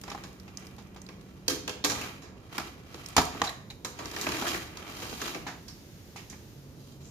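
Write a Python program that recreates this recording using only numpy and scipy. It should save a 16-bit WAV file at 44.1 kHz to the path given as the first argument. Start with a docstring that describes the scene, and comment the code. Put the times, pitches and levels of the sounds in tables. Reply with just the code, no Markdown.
"""A hollow plastic toy carriage is turned in the hand close to the microphone, its loose wheels ticking.
From 1.5 s other pieces snap out of a thin plastic tray just behind it. Near 3 s they knock hardest on
a wooden table, and rubbed plastic squeaks. From 4 s the packaging rustles and scrapes among more snaps,
thinning out after 5.5 s. Throughout, a small living room rings after each blow, over low rumble and
hiss; a faint hum swells near the start and again at the end."""
import sys
import numpy as np
from scipy import signal
from scipy.fft import rfft, irfft
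from scipy.io import wavfile
from scipy.ndimage import uniform_filter1d

SR = 44100
rng = np.random.default_rng(int(sys.argv[2]) if len(sys.argv) > 2 else 0)


def unload_wav(signal):
    """Save mono or channel-first audio to the path in sys.argv[1] as 16-bit WAV at rate SR, clipped to [-1, 1]."""
    wavfile.write(
        sys.argv[1],
        SR,
        np.round(np.clip(np.atleast_2d(signal).T, -1, 1) * 32767).astype(np.int16),
    )


N = 313110

# The tray snaps and buckles; the last two rows, at 5.68 s and 6.299 s, are a piece handled further off. Each
# row: start in seconds, relative level in dB, hardness in dB per octave, t60 in seconds, free ringing in dB,
# struck-spot resonance in Hz, its level against the blow in dB.
TRAY_SNAPS = [(0.036, -46, -2, 0.035, -1, 5170, -15), (0.236, -44.5, -2, 0.098, 1, 3860, -12),
              (1.088, -48.5, -3, 0.05, -7, 2340, -5), (1.4815, -29.5, 2.5, 0.0233, 16, 4950, -15),
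              (1.497, -30.5, 1, 0.15, -2, 290, -3), (1.677, -35, -1.5, 0.04, -5, 3000, -6),
              (1.693, -39, -1, 0.046, 10, 3130, -2), (1.84, -36, -1.5, 0.058, 5, 3930, 5),
              (1.8455, -24.5, 1, 0.096, 3, 790, -8.5), (1.897, -30.5, -0.6, 0.15, 1, 6360, -5),
              (1.918, -37.5, 0, 0.048, 0, 763, -8), (2.012, -43, 2.5, 0.084, 8, 2370, 3),
              (2.218, -46, -3, 0.48, -13, 2290, -16.5), (2.943, -46, -3, 0.026, 1.5, 4200, -7),
              (3.252, -43, 5, 0.027, -13.5, 3450, -15), (3.847, -35, 0.6, 0.0685, 8, 1200, -9),
              (3.988, -38, -4, 0.13, -8.5, 1040, -8), (4.056, -41.5, -1, 0.021, -4, 6070, -9),
              (4.113, -46.5, 1, 0.03, 0, 5000, -15), (4.163, -39, -1.5, 0.0276, 3, 2000, -2),
              (4.211, -35.5, 3, 0.088, 0, 4800, -14), (4.267, -33.5, -5, 0.022, -2.5, 2420, -3),
              (4.289, -36, -2, 0.027, -6, 930, -3), (4.319, -38, -1.5, 0.03, 2, 2500, -2),
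              (4.368, -42, 0, 0.025, -7, 2060, 1), (4.476, -35, 1, 0.18, -14.5, 3170, -4),
              (4.546, -39.5, -6, 0.018, -16, 1650, 3), (4.771, -44.5, -0.5, 0.028, -2, 4340, -5),
              (5.026, -43.5, -3.5, 0.157, 0, 1490, -11), (5.2155, -37.5, -1.5, 0.041, 1, 1390, -5.5),
              (5.346, -37.5, -4, 0.058, -5, 2230, -4.5), (5.68, -49, 0.5, 0.17, -4, 4980, 2.5),
              (6.299, -49, 0.5, 0.21, -8, 6200, -3)]
# Hollow pieces knock on the table and each other. Each row: as in TRAY_SNAPS.
PIECE_KNOCKS = [(0.079, -42.5, -6, 0.081, -7.5, 897, -16), (0.1015, -47, -1, 0.047, -4, 1960, -4),
                (0.115, -41, -4, 0.1, -3.5, 2500, -10), (0.148, -47, -5, 0.028, 3, 870, 5.5),
                (0.478, -53.5, -3.5, 0.1, -9, 2400, -3), (0.781, -50, -3, 0.2, -8, 1003, -10),
                (0.961, -50.5, -3.5, 0.14, -4.5, 1000, -7), (2.5805, -34, -3.5, 0.047, -11.5, 1400, -1.5),
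                (2.596, -37, -4.5, 0.1, -18, 1210, -16), (3.165, -23, 0.3, 0.06, 4, 1100, -11),
                (3.179, -19, -4, 0.092, -5, 770, -6), (3.215, -40.5, 6, 0.05, -16, 1060, 6.5),
                (3.347, -44, -15, 0.078, -8, 996, -0.5), (3.4168, -26, -4.5, 0.021, -4.5, 1820, -6),
                (3.4376, -34, -1, 0.25, -1, 781, -2), (3.702, -50, 0, 0.1, -14, 2250, -1),
                (4.423, -38.5, -4.5, 0.038, -2.5, 1310, 0.5), (5.127, -39, -19, 0.02, -6.5, 1130, -10),
                (5.466, -36.5, -3.5, 0.29, -7, 1720, -1.5), (6.16, -45.5, 0, 0.3, -1.5, 2280, 0.5),
                (6.328, -53.5, -5, 0.13, -5, 2020, 1.5)]
# Ticks of small parts, and the sharp crack of a snap or knock. Each row: start in seconds,
# relative level in dB, ring in Hz, crack against ring in dB.
PLASTIC_TICKS = [(0.014, -38.5, 6720, 5.5), (0.1, -31, 6170, -12), (0.399, -37.5, 4940, -5),
                 (0.5722, -23.5, 5760, -11.5), (0.6683, -37, 5160, -0.5), (1.017, -33.5, 6440, -7.5),
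                 (1.065, -35, 4470, -10), (1.4801, -12, 4800, -8), (1.4816, -13, 5450, -5),
                 (2.58, -30.5, 10460, 7), (3.061, -25, 6150, -6), (3.0863, -38, 7400, 7),
                 (3.417, -47, 10500, 1), (3.494, -24, 3890, -4), (6.299, -30.5, 6220, -11)]
# Plastic slides and crumples. Each row: start in seconds, length in seconds, sheet level in dB,
# crackle against sheet in dB.
RUSTLE_STROKES = [(0.01, 0.217, -54, -9.5), (0.222, 0.51, -62.5, -12), (0.528, 0.12, -55, -10),
                  (0.71, 0.43, -63, -26), (0.98, 0.6, -66, -4.5), (1.884, 0.19, -44.5, -6),
                  (2.268, 0.55, -62.5, -5.5), (2.487, 0.16, -48.5, -5.5), (2.82, 0.43, -52.5, -4.5),
                  (3.285, 0.14, -48.5, -7.5), (3.926, 0.24, -51, -4), (4.075, 0.48, -40.5, -2.5),
                  (4.44, 0.035, -41, -5), (4.625, 0.44, -49, -11), (4.838, 0.37, -49.5, 1.5),
                  (5.192, 0.082, -41, -3), (6.756, 0.146, -71.5, 9), (6.992, 0.07, -65, 1.5)]
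# Scrapes along the tray. Each row: start in seconds, length in seconds, level in dB,
# first and last resonance in Hz.
TRAY_SCRAPES = [(3.462, 0.049, -45.5, 1560, 1880), (4.25, 0.05, -41, 1900, 1300),
                (4.319, 0.052, -45, 2381, 1925), (4.427, 0.074, -41.5, 636, 703),
                (4.442, 0.051, -39.5, 1320, 1694), (5.201, 0.11, -49, 3971, 3317),
                (7.007, 0.12, -61.5, 6250, 6700)]
# Stick-slip squeaks. Each row: start in seconds, level in dB, pitch in Hz, t60 in seconds.
PLASTIC_SQUEAKS = [(3.471, -36.5, 3920, 0.053), (3.7, -46, 3900, 0.044)]
# Modes of the tray and of a piece on the table. Each row: pitch in Hz, relative level in dB,
# t60 in seconds.
TRAY_RINGS = [(286, -0.5, 0.1), (419.1, -4.5, 0.27), (501.7, -3.5, 0.22), (1286, -21, 0.26),
              (1590, -15, 0.22), (3140, -24, 0.19), (3250, -22.5, 0.23), (4355, -19.5, 0.065),
              (5060, -31, 0.2), (6160, -26, 0.06)]
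TABLE_RINGS = [(82.8, 3, 0.16), (261, 2, 0.034), (480, -7, 0.098), (808, 1.5, 0.049), (974, -1, 0.013),
               (1165, -4.5, 0.034), (1730, -25, 0.059)]
# Source spectra. Each row: frequency in Hz, relative density in dB.
SHEET_SPECTRUM = [(60, -3.5), (130, -7), (350, 4.5), (540, -10), (750, -1), (1500, -5), (2500, -5),
                  (3800, -8), (6900, -11), (7700, -19.5), (14000, -18), (15500, -27)]
BACKGROUND_SPECTRUM = [(30, -7), (60, 1), (130, 1), (280, -5.5), (420, -8.5), (700, -18.5), (1200, -23.5),
                       (2400, -27.5), (6800, -27.5), (7700, -36.5), (14000, -31.5), (15500, -39.5)]
KNOCK_SPECTRUM = [(40, -11), (80, -17), (150, -3.5), (265, 2.5), (400, -1), (560, -18), (780, 6), (1050, 6),
                  (1450, 2), (2000, 3), (6500, 3.5), (12500, 0.5), (15200, -30.5)]
SNAP_SPECTRUM = [(60, 1), (150, 4.5), (450, 4), (600, 0.5), (850, 4.5), (2000, 1.5), (3000, -1.5),
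                 (5500, 2.5), (12500, -2), (15200, -25)]
# Background hiss. Each row: time in seconds, gain in dB.
HISS_GAIN_DB = [(0, -49.5), (2.4, -60.5), (4, -50), (5.9, -45), (6.5, -46), (7.1, -53)]
# Hum. Each row: loudest moment in seconds, fade in seconds, pitch in Hz, level in dB.
HUM_SWELLS = [(0.85, 1.33, 190.6, -54), (7.0, 0.75, 137.2, -53.5)]
# Likeness of left and right. Each row: frequency in Hz, correlation.
STEREO_CORRELATION = [(60, 0.87), (250, 0.96), (500, 0.74), (1000, 0.63), (2000, 0.1), (4000, 0.028),
                      (15000, 0.14)]
# How far the pan shows at each frequency. Each row: frequency in Hz, signed share of the pan that shows.
PAN_SHARE = [(200, 0.096), (1200, 0.067), (2500, 0.3), (4500, 0.78), (7000, 1), (8500, -0.26),
             (15000, -0.043)]
# Room decay. Each row: frequency in Hz, t60 in seconds.
ROOM_T60_S = [(100, 0.6152), (500, 0.49), (2000, 0.6), (6000, 0.45), (14000, 0.27)]
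# Room tail. Each row: frequency in Hz, gain on the sound sent to the room in dB.
ROOM_GAIN_DB = [(100, 1.8), (500, -1.8), (2000, -1.5), (6000, -1.1), (9000, 1.1), (14000, 3)]

BLOW_S = 0.02  # blow and squeak levels are rms over this span
EDGES_HZ = np.append(7200 * 2 ** (np.arange(-15, 3) / 2), 16000)
CENTRES_HZ, WIDTHS_HZ = np.sqrt(EDGES_HZ[1:] * EDGES_HZ[:-1]), np.diff(EDGES_HZ)


def from_db(db):
    """Decibels to gain."""
    return 10 ** (np.asarray(db) / 20)


def unit_energy(x):
    """Scale each row so its squares sum to one."""
    return x / np.sqrt(np.sum(x ** 2, axis=-1, keepdims=True) + 1e-20)


def at_hz(table, hz):
    """Read a table on a log-frequency axis."""
    table_hz, values = np.transpose(table)
    return np.interp(np.log(hz), np.log(table_hz), values)


def decay(t, t60_s):
    """Exponential fall, 60 dB in t60_s."""
    return np.exp(-np.log(1000) * t / np.maximum(t60_s, 1e-3))


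def add(out, start_s, sound):
    """Mix in a short stereo sound."""
    start = max(0, int(start_s * SR))
    out[:, start:start + sound.shape[-1]] += sound[:, :N - start]


def butter(x, order, hz, kind):
    """Butterworth filter."""
    return signal.sosfilt(signal.butter(order, hz, kind, fs=SR, output="sos"), x + 1e-18)


def band(x, k):
    """Band k of EDGES_HZ; steeper skirts in the treble."""
    return butter(x, 2 if CENTRES_HZ[k] < 4000 else 5, EDGES_HZ[k:k + 2], "band")


def resonance(x, hz, spread):
    """One resonance; spread is half width over pitch."""
    return butter(x, 2, hz * np.exp([-spread, spread]), "band")


def pair(x, hz):
    """Two unrelated signals to left and right: alike in the bass, apart in the treble."""
    alike = np.clip(at_hz(STEREO_CORRELATION, hz), -1, 1)
    mid, side = np.sqrt((1 + alike) / 2) * x[0], np.sqrt((1 - alike) / 2) * x[1]
    return np.array([mid + side, mid - side])


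def stereo_noise(t, hz):
    """White noise with the left-right correlation of hz."""
    return pair(rng.standard_normal((2, len(t))), hz)


def panned(pan_db, hz):
    """Left and right gains; the lean is strongest in the lower treble."""
    lean_db = pan_db * at_hz(PAN_SHARE, hz) / 2
    gains = from_db([lean_db, -lean_db])
    return (gains / np.sqrt(np.mean(gains ** 2, axis=0)))[..., None]


def noise_layers(white, spectrum, split_hz, pan_db=0, low_span_hz=(0, SR), high_span_hz=(0, SR)):
    """Shaped stereo noise as a low and a high layer, each divided by the spectrum's rms in its span."""
    hz = np.maximum(np.arange(N // 2 + 1) * SR / N, 1)
    gain = from_db(at_hz(spectrum, hz))
    shaped = pair(rfft(white), hz) * gain * panned(pan_db, hz)[..., 0]
    treble = np.clip(np.log2(hz / split_hz), 0, 1)
    return [irfft(shaped * share, N) / np.sqrt(np.mean(gain ** 2 * (hz > low) * (hz < high)))
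            for share, (low, high) in [(1 - treble, low_span_hz), (treble, high_span_hz)]]


def rumble_and_hiss(rumble_gain_db=-49, pan_db=-2.5):
    """Steady rumble; thin hiss that dips, then peaks near 6 s."""
    hiss_db = np.interp(np.arange(N) / SR, *np.transpose(HISS_GAIN_DB))
    rumble, hiss = noise_layers(rng.standard_normal((2, N)), BACKGROUND_SPECTRUM, split_hz=1100)
    balance = from_db([[pan_db / 2], [-pan_db / 2]])
    return rumble * from_db(rumble_gain_db) * balance + hiss * from_db(hiss_db)


def hum(waver_hz=1.13):
    """Faint wavering tones swell and fade."""
    waver = unit_energy(uniform_filter1d(rng.standard_normal(N), size=4000)) * np.sqrt(N)
    t, out = np.arange(N) / SR, 0
    for peak_s, fade_s, hz, level_db in HUM_SWELLS:
        swell = from_db(level_db) * np.exp(-((t - peak_s) / fade_s) ** 2)
        phase = 2 * np.pi * np.cumsum(hz + waver_hz * waver) / SR
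        out += np.sqrt(2) * swell * np.sin(phase)
    return out


def room(x, gap_s=0.0066, build_s=0.0012, crossfeed=0.071):
    """Diffuse reflections build after a gap and die band by band; the walls mix the two sides."""
    t, tail = np.arange(int(.55 * SR)) / SR, 0
    onset = np.clip((t - gap_s) / build_s, 0, 1)
    for k, hz in enumerate(CENTRES_HZ):
        echoes = stereo_noise(t, hz) * onset * decay(t, at_hz(ROOM_T60_S, hz))
        gain = np.sqrt(2 * WIDTHS_HZ[k] / SR) * from_db(at_hz(ROOM_GAIN_DB, hz))
        tail += unit_energy(band(echoes, k)) * gain
    return signal.fftconvolve(x + crossfeed * x[::-1], tail, axes=-1)[:, :N]


def near_echoes(x, echo_db, above_hz=700, count=5):
    """Nearby surfaces reflect the treble within milliseconds, combing each side differently."""
    reflected = butter(x, 1, above_hz, "high")
    gain, out = from_db(echo_db) / np.sqrt(count), x.copy()
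    for side, delays_s in enumerate(rng.uniform(0.00056, 0.0041, (2, count))):
        for lag in (delays_s * SR).astype(int):
            out[side, lag:] += gain * rng.choice([-1, 1]) * reflected[side, :N - lag]
    return out


def from_left(x, lag_s=0.00017):
    """Sound from the left reaches the right microphone later."""
    return np.array([x[0], np.roll(x[1], round(lag_s * SR))])


def stroke(start_s, length_s, attack_share=0.37, t60_s=0.46):
    """A slide gathers speed, holds and dies away."""
    t = np.arange(N) / SR - start_s
    return np.clip(t / (attack_share * length_s), 0, 1) * decay(np.maximum(t - length_s, 0), t60_s)


def rustle(slips_per_s=2200, size_db=3.2, friction_db=-5, clump_db=2.0):
    """Thin plastic slides and crumples: clumps of tiny uneven slips over smooth friction."""
    sheet, crackle, t = np.zeros(N), np.zeros(N), np.arange(N) / SR
    for start_s, length_s, sheet_db, crackle_db in RUSTLE_STROKES:
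        motion = stroke(start_s, length_s) * from_db(sheet_db)
        sheet = np.hypot(sheet, motion)
        crackle = np.hypot(crackle, motion * from_db(crackle_db))
    clumps = from_db(clump_db * np.interp(t, np.arange(800) / 100, rng.standard_normal(800)))
    slipping = rng.random(N) < slips_per_s / SR
    slips = slipping * from_db(size_db * np.minimum(rng.exponential(1, N), 3))
    friction = from_db(friction_db) / np.sqrt(N)
    force = unit_energy(clumps * (unit_energy(slips) + friction)) * np.sqrt(N)
    low, high = noise_layers(rng.standard_normal((2, N)) * force, SHEET_SPECTRUM, split_hz=2200,
                             pan_db=-4, low_span_hz=(500, 3000), high_span_hz=(3500, 14000))
    return low * sheet + high * crackle


def scrapes(spread=0.15, judder_db=-3.0, judder_hz=400):
    """An edge judders across a tray pocket, whose resonance glides as it bends."""
    out = np.zeros((2, N))
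    for start_s, length_s, level_db, from_hz, to_hz in TRAY_SCRAPES:
        noise = rng.standard_normal((5, SR // 4))
        n = min(int(length_s * SR), SR // 4)
        progress = np.linspace(0, 1, n)
        judder = from_db(judder_db * np.repeat(noise[4], SR // judder_hz)[:n])
        friction = pair(noise[:2, :n] + 1j * noise[2:4, :n], from_hz) * judder * np.sin(np.pi * progress)
        ringing = butter(friction, 2, spread * from_hz, "low")
        glide = np.exp(2j * np.pi * np.cumsum(from_hz * (to_hz / from_hz) ** progress) / SR)
        add(out, start_s, unit_energy((ringing * glide).real) * np.sqrt(n) * from_db(level_db))
    return out


def squeaks(spread=0.04, build_s=0.0014):
    """Rubbed plastic sticks and slips in one narrow resonance."""
    t, out = np.arange(SR // 10) / SR, np.zeros((2, N))
    for start_s, level_db, hz, t60_s in PLASTIC_SQUEAKS:
        slip = stereo_noise(t, hz) * decay(t, t60_s) * (1 - np.exp(-t / build_s))
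        squeak = unit_energy(resonance(slip, hz, spread))
        add(out, start_s, squeak * from_db(level_db) * np.sqrt(BLOW_S * SR))
    return out


def blow_spectrum_db(hz, slope_db, knee_hz=493, mic_shelf_hz=7200, mic_shelf_db=-10.5):
    """Unit-power blow spectrum sloped by hardness, dulled above 7.2 kHz by the microphone."""
    def shape_db(f):
        return slope_db[:, None] * np.log2(np.maximum(f / knee_hz, 1)) + mic_shelf_db * (f > mic_shelf_hz)
    power = from_db(shape_db(CENTRES_HZ)) ** 2 @ WIDTHS_HZ
    return shape_db(hz)[:, 0] - 10 * np.log10(power)


def blows(table, spectrum, modes, modes_db, chatter_db, bass_ring, rise_share, pan_db,
          spot_spread, near_spot_db):
    """Contacts excite a dense cloud of damped shell modes, a few free rings and the struck spot's note."""
    start_s, blow_db, slope_db, t60_s, ring_db, spot_hz, spot_db = np.transpose(table)
    t, count = np.arange(SR // 6) / SR, len(table)
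    chatter = np.repeat(rng.standard_normal((count, len(t) // 49)), 49, axis=-1)  # 1.1 ms steps
    contacts = from_db(chatter_db * chatter) * (1 - np.exp(-t / (rise_share * t60_s[:, None])))
    white = rng.standard_normal((count, 2, 2, len(t))).transpose(1, 2, 0, 3)
    bodies, out = 0, np.zeros((2, N))
    for k, hz in enumerate(CENTRES_HZ):
        level_db = blow_db + blow_spectrum_db(hz, slope_db) + at_hz(spectrum, hz)
        fade = decay(t, t60_s[:, None] * (3000 / hz) ** bass_ring)  # low modes last longer
        cloud = unit_energy(band(pair(white[k % 2], hz) * contacts * fade, k))
        bodies += cloud * np.sqrt(WIDTHS_HZ[k]) * from_db(level_db)[:, None] * panned(pan_db, hz)[:, None]
    for hz, mode_db, ring_s in modes:
        drive_db = blow_db + ring_db + blow_spectrum_db(hz, slope_db) + 10 * np.log10(hz)
        drive_db += near_spot_db * np.exp(-(np.log(hz / spot_hz) / spot_spread) ** 2)
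        scatter_db = rng.normal(0, 2.5, count)
        strength = from_db(drive_db + modes_db + mode_db + scatter_db) * rng.choice([-1, 1], count)
        ring = unit_energy(np.sin(2 * np.pi * hz * t) * decay(t, ring_s))
        bodies += strength[:, None] * ring * panned(pan_db / 2, hz)[:, None]
    for i, hz in enumerate(spot_hz):
        drive = stereo_noise(t, hz) * contacts[i] * decay(t, t60_s[i])
        spot = unit_energy(resonance(drive, hz, spot_spread)) * from_db(blow_db[i] + spot_db[i])
        add(out, start_s[i], (bodies[:, i] + spot * panned(pan_db, hz)) * np.sqrt(BLOW_S * SR))
    return out


def table_knocks():
    """Hollow pieces strike wood and each other, one clean contact each."""
    return blows(PIECE_KNOCKS, KNOCK_SPECTRUM, TABLE_RINGS, modes_db=1.0, chatter_db=0.0, bass_ring=0.026,
                 rise_share=0.0034, pan_db=-7.5, spot_spread=0.22, near_spot_db=-0.5)


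def tray_snaps():
    """The thin tray buckles with a short chatter; its bass lingers. A piece handled further off sounds the same
    way."""
    return blows(TRAY_SNAPS, SNAP_SPECTRUM, TRAY_RINGS, modes_db=-2.5, chatter_db=1.0, bass_ring=0.56,
                 rise_share=0.0031, pan_db=-7.0, spot_spread=0.14, near_spot_db=7)


def rattle_rows(count=14, until_s=1.5, centre_hz=4660, relative_db=-52, crack_db=5):
    """Faint random ticks, more crack than ring, as the carriage starts to turn."""
    when, pitch, force = rng.random((count, 3)).T
    level_db = relative_db + 10 * np.log10(.5 + force)
    return list(zip(when * until_s, level_db, centre_hz * 2 ** (pitch - .5), np.full(count, crack_db)))


def plastic_ticks(ring_s=0.0098, crack_s=0.021, spread=0.13, pan_db=-8):
    """Small parts, or the sharp edge of a snap or knock: a brief high ring under a broad crack."""
    t, out = np.arange(SR // 10) / SR, np.zeros((2, N))
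    for start_s, level_db, hz, crack_db in PLASTIC_TICKS + rattle_rows():
        ring = resonance(stereo_noise(t, hz) * decay(t, ring_s), hz, spread)
        crack = butter(rng.standard_normal((2, len(t))) * decay(t, crack_s), 1, [1500, 11000], "band")
        tick = unit_energy(ring) * panned(pan_db, hz) + from_db(crack_db) * unit_energy(crack)
        add(out, start_s, tick * from_db(level_db))
    return out


def scene():
    """Knocks and ticks close and fairly dry; the tray further off and wetter."""
    snaps = from_db(-1) * tray_snaps()
    knocks = from_db(-1) * table_knocks()
    ticks_and_squeaks = from_db(10) * plastic_ticks() + squeaks()
    packaging = near_echoes(rustle(), echo_db=-5.5) + scrapes()  # off the tray walls
    close = near_echoes(snaps + ticks_and_squeaks + packaging, echo_db=-7)  # off hand, toy and table
    to_room = (from_db(-2.5) * snaps + from_db(-8) * knocks
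               + from_db(-9.5) * ticks_and_squeaks + from_db(-5.5) * packaging)
    return knocks + from_left(close + room(to_room) + rumble_and_hiss() + hum())


def record(dry):
    """Small microphones lose the bass below 42 Hz; steep cut above 15.5 kHz."""
    thin = butter(dry, 4, 42, "high")
    return signal.sosfilt(signal.ellip(10, .2, 80, 15500, fs=SR, output="sos"), thin)


dry = scene()
out = record(dry)
unload_wav(out)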